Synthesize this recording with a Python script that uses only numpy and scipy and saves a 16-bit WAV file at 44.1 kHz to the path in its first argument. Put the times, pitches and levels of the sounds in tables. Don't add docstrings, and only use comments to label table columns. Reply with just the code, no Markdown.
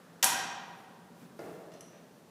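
import sys
import numpy as np
from scipy import signal
from scipy.fft import rfft, irfft, next_fast_len
from scipy.io import wavfile

SR = 44100
rng = np.random.default_rng(int(sys.argv[2]) if len(sys.argv) > 2 else 0)


def put_to_file(sound):
    columns = np.atleast_2d(sound).T
    safe = np.clip(columns, -1, 1)
    whole_steps = np.round(safe * 32767)
    wavfile.write(sys.argv[1], SR, whole_steps.astype(np.int16))


N = 101429

# (time [s], level [dB], treble tilt [dB/octave])
JOINT_CLACKS = [(0.2273, 0.5, 0.5), (0.2289, 0.5, -0.5), (0.2361, -0.5, 8)]
# (frequency [Hz], relative density [dB])
CLATTER_SPECTRUM = [(40, -45), (300, -11), (750, -14.5), (1600, -7.5), (2050, -5), (2500, -8), (3100, -0.5),
                    (4000, -2), (4900, 0), (6000, 0), (7400, -2), (8600, -8), (11000, -7.5), (15000, -11)]
# (frequency [Hz], relative level [dB], t60 [s])
JOINT_MODES = [(2330, -2, .04), (2406, 0, .05), (2515, 0, .05), (2825, -3, .05), (4666, -7, .03),
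               (4885, -6, .03), (5678, -2, .04), (6826, -5, .04), (7132, -5, .04)]
# (frequency [Hz], relative density [dB])
PUSH_SPECTRUM = [(35, -53), (70, -28), (130, -7.5), (300, -12.5), (610, -13.5), (760, 0.5), (950, -2),
                 (1300, -5.5), (1750, -1.5), (2100, -15.5), (3500, -20), (8000, -35), (15000, -48.5)]
# (frequency [Hz], relative level [dB], t60 [s])
TUBE_MODES = [(749, -3, .13), (802, -1, .13), (964, -1, .11), (1022, -2, .11), (1112, -7, .1),
              (1158, -7, .1), (1570, -4, .08), (1621, -5, .08)]

def crutch():
    clacks = np.zeros(N)
    for start, db, tilt in JOINT_CLACKS:
        clatter = burst(CLATTER_SPECTRUM, t60=0.028, tilt_db=tilt)
        joint_ring = amp(-10) * ring(JOINT_MODES, tilt)
        clacks += stairwell(at(start, amp(db) * (clatter + joint_ring)), wet_db=0)
    load_s = 0.2305
    push = burst(PUSH_SPECTRUM, t60=0.052, rise_s=0.0055)
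    tube = unit_energy(push + amp(-5) * ring(TUBE_MODES))
    return clacks + stairwell(at(load_s, amp(-2) * tube), wet_db=3.5)


# (time [s], level [dB], treble tilt [dB/octave], ring against snap [dB], snap t60 [s])
PIN_HITS = [(0.2424, 4.5, 9, -11, 0.039), (0.2433, -1.5, -2.5, -22.5, 0.0036), (1.738, -37, -6, 2, 0.035),
            (1.808, -30.5, -4.5, 5, 0.042)]
# (frequency [Hz], relative density [dB])
SNAP_SPECTRUM = [(300, -19), (2000, -1), (5000, -7), (7000, 2.5), (9500, -1), (11300, 0), (12500, -9.5),
                 (15000, -19.5)]
# (frequency [Hz], relative level [dB], t60 [s])
PIN_MODES = [(5560, -7, .02), (5760, 0, .025), (6000, -1, .018), (6140, -1, .022), (8300, -7, .02),
             (10600, -4, .02), (11110, -2, .02)]

def pin():
    knocks = np.zeros(N)
    for start, db, tilt, ring_db, t60 in PIN_HITS:
        snap = burst(SNAP_SPECTRUM, t60, tilt)
        free_ring = amp(ring_db) * ring(PIN_MODES, tilt)
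        knocks += stairwell(at(start, amp(db) * (snap + free_ring)), wet_db=-2.5)
    return knocks


# (frequency [Hz], relative density [dB])
TAP_SPECTRUM = [(500, -23.5), (2500, -26), (4000, 0.5), (5500, 6.5), (7500, -28), (15000, -30.5)]
# (time [s], level [dB])
SOLE_CONTACTS = [(1.390, -14), (1.416, -20.5), (1.459, -22), (1.566, -28.5)]
# (frequency [Hz], relative density [dB])
THUD_SPECTRUM = [(35, -54), (70, -25), (110, -14.5), (150, -1.5), (260, -8), (400, 3.5), (520, 1), (640, 0),
                 (800, -11), (1300, -17), (2150, -25.5), (3200, -35), (7500, -38.5), (15000, -44.5)]

def shoe():
    tap = amp(-34) * burst(TAP_SPECTRUM, t60=0.014)
    step = stairwell(at(1.3925, tap), wet_db=-14)
    for start, db in SOLE_CONTACTS:
        thud = amp(db) * burst(THUD_SPECTRUM, t60=0.033, rise_s=0.0032)
        step += stairwell(at(start, thud), wet_db=3.5)
    return step


# (time [s], level [dB], treble tilt [dB/octave])
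SCUFFS = [(1.215, -28, -7), (1.718, -35, 9), (1.93, -33.5, -2.5)]
# (frequency [Hz], relative density [dB])
SCUFF_SPECTRUM = [(50, -30), (170, 11.5), (400, 2), (1500, 1.5), (4000, -8), (7000, -19.5), (15000, -42)]

def weight_shifts():
    scuffs = sum(at(start, amp(db) * burst(SCUFF_SPECTRUM, t60=0.049, tilt_db=tilt))
                 for start, db, tilt in SCUFFS)
    return stairwell(scuffs, wet_db=5)


# (peak time [s], rise [s], fall [s], level [dB])
CLOTH_BRUSHES = [(0.798, 0.032, 0.031, -68), (1.215, 0.038, 0.047, -65), (1.42, 0.031, 0.16, -62.5)]
# (frequency [Hz], relative density [dB])
CLOTH_SPECTRUM = [(200, -24), (1500, 6), (4000, -1), (9000, -2.5), (15000, -4)]

def clothes():
    t = np.arange(N) / SR
    level = np.zeros(N)
    for peak, rise, fall, db in CLOTH_BRUSHES:
        width = np.where(t < peak, rise, fall)
        level += amp(db) * np.exp(-((t - peak) / width) ** 2 / 2)
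    return stairwell(level * steady_noise(CLOTH_SPECTRUM), wet_db=-8)


# (frequency [Hz], t60 [s])
STAIRWELL_DECAY = [(100, 1.2), (500, 1.68), (1000, 1.69), (1700, 1.28), (3500, 1.094), (6000, 0.77),
                   (10000, 0.44), (15000, 0.36)]

def stairwell(direct, wet_db):
    hz, t, bands = signal.stft(rng.standard_normal(N), SR, nperseg=256)
    decay = np.exp(-np.log(1000) * t / along(STAIRWELL_DECAY, hz)[:, None])
    tail = signal.istft(bands * decay, SR, nperseg=256)[1][:N]
    wall_delay_s, build_s = 0.004, 0.0013
    build_up = 1 - np.exp(-np.arange(N) / SR / build_s)
    response = unit_energy(at(wall_delay_s, tail * build_up))
    return direct + amp(wet_db) * signal.fftconvolve(direct, response)[:N]


# (frequency [Hz], relative density [dB])
AIR_SPECTRUM = [(25, -62), (50, -31), (80, -14), (125, -2.5), (175, -5.5), (225, 4.5), (290, -2.5),
                (380, -1.5), (550, -3.5), (900, -10.5), (1700, -19.5), (2500, -21.5), (5000, -23.5),
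                (10000, -27), (15000, -30.5)]

def ventilation():
    duct_hz = 172
    b, a = signal.iirpeak(duct_hz, Q=duct_hz / 24, fs=SR)
    drone = signal.filtfilt(b, a, rng.standard_normal(N + SR))[SR // 2:][:N]
    return amp(-58) * steady_noise(AIR_SPECTRUM) + amp(-61.5) * unit_rms(drone)


# (frequency [Hz], relative density [dB])
WASH_SPECTRUM = [(100, -35), (400, -2.5), (900, 0.5), (1750, -2), (2150, -10), (6000, -20.5), (15000, -32)]

def wash():
    return amp(-62) * fade(t60=15.7) * steady_noise(WASH_SPECTRUM)


def burst(spectrum, t60, tilt_db=0, rise_s=0):
    swell = 1 - np.exp(-np.arange(1, N + 1) / (1 + SR * rise_s))
    contact = rng.standard_normal(N) * swell * fade(t60)
    return unit_energy(colour(contact, spectrum, tilt_db))


def ring(modes, tilt_db=0):
    t = np.arange(N) / SR
    ringing = np.zeros(N)
    for hz, db, t60 in modes:
        mode = np.sin(2 * np.pi * hz * t) * (1 - np.exp(-hz * t)) * fade(t60)
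        ringing += amp(db + tilt_db * np.log2(hz)) * rng.choice([-1, 1]) * unit_energy(mode)
    return unit_energy(ringing)


def steady_noise(spectrum):
    return unit_rms(colour(rng.standard_normal(N), spectrum))


def colour(x, spectrum, tilt_db=0, corner_hz=700):
    size = 2 * next_fast_len(N)
    hz = np.fft.rfftfreq(size, 1 / SR)
    gain = amp(along(spectrum, hz) + tilt_db * np.log2(1 + hz / corner_hz))
    cepstrum = irfft(np.log(gain))
    cepstrum[1:size // 2] *= 2
    cepstrum[size // 2 + 1:] = 0
    return irfft(rfft(x, size) * np.exp(rfft(cepstrum)), size)[:N]


def along(points, hz):
    freqs, values = np.transpose(points)
    return np.interp(np.log(hz + 1), np.log(freqs + 1), values)


def fade(t60):
    return np.exp(-np.log(1000) * np.arange(N) / SR / t60)


def at(start, x):
    return np.pad(x, (round(start * SR), 0))[:N]


def amp(db):
    return 10 ** (np.asarray(db) / 20)


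def unit_rms(x):
    return x / np.sqrt(np.mean(x ** 2) + 1e-20)


def unit_energy(x):
    return x / np.linalg.norm(x)


def scene():
    return (crutch() + pin() + shoe() + weight_shifts() + clothes() + ventilation() + wash())[None]


def record(dry):
    return signal.sosfilt(signal.ellip(12, .1, 90, 15500, fs=SR, output="sos"), dry)


dry = scene()
out = record(dry)
put_to_file(out)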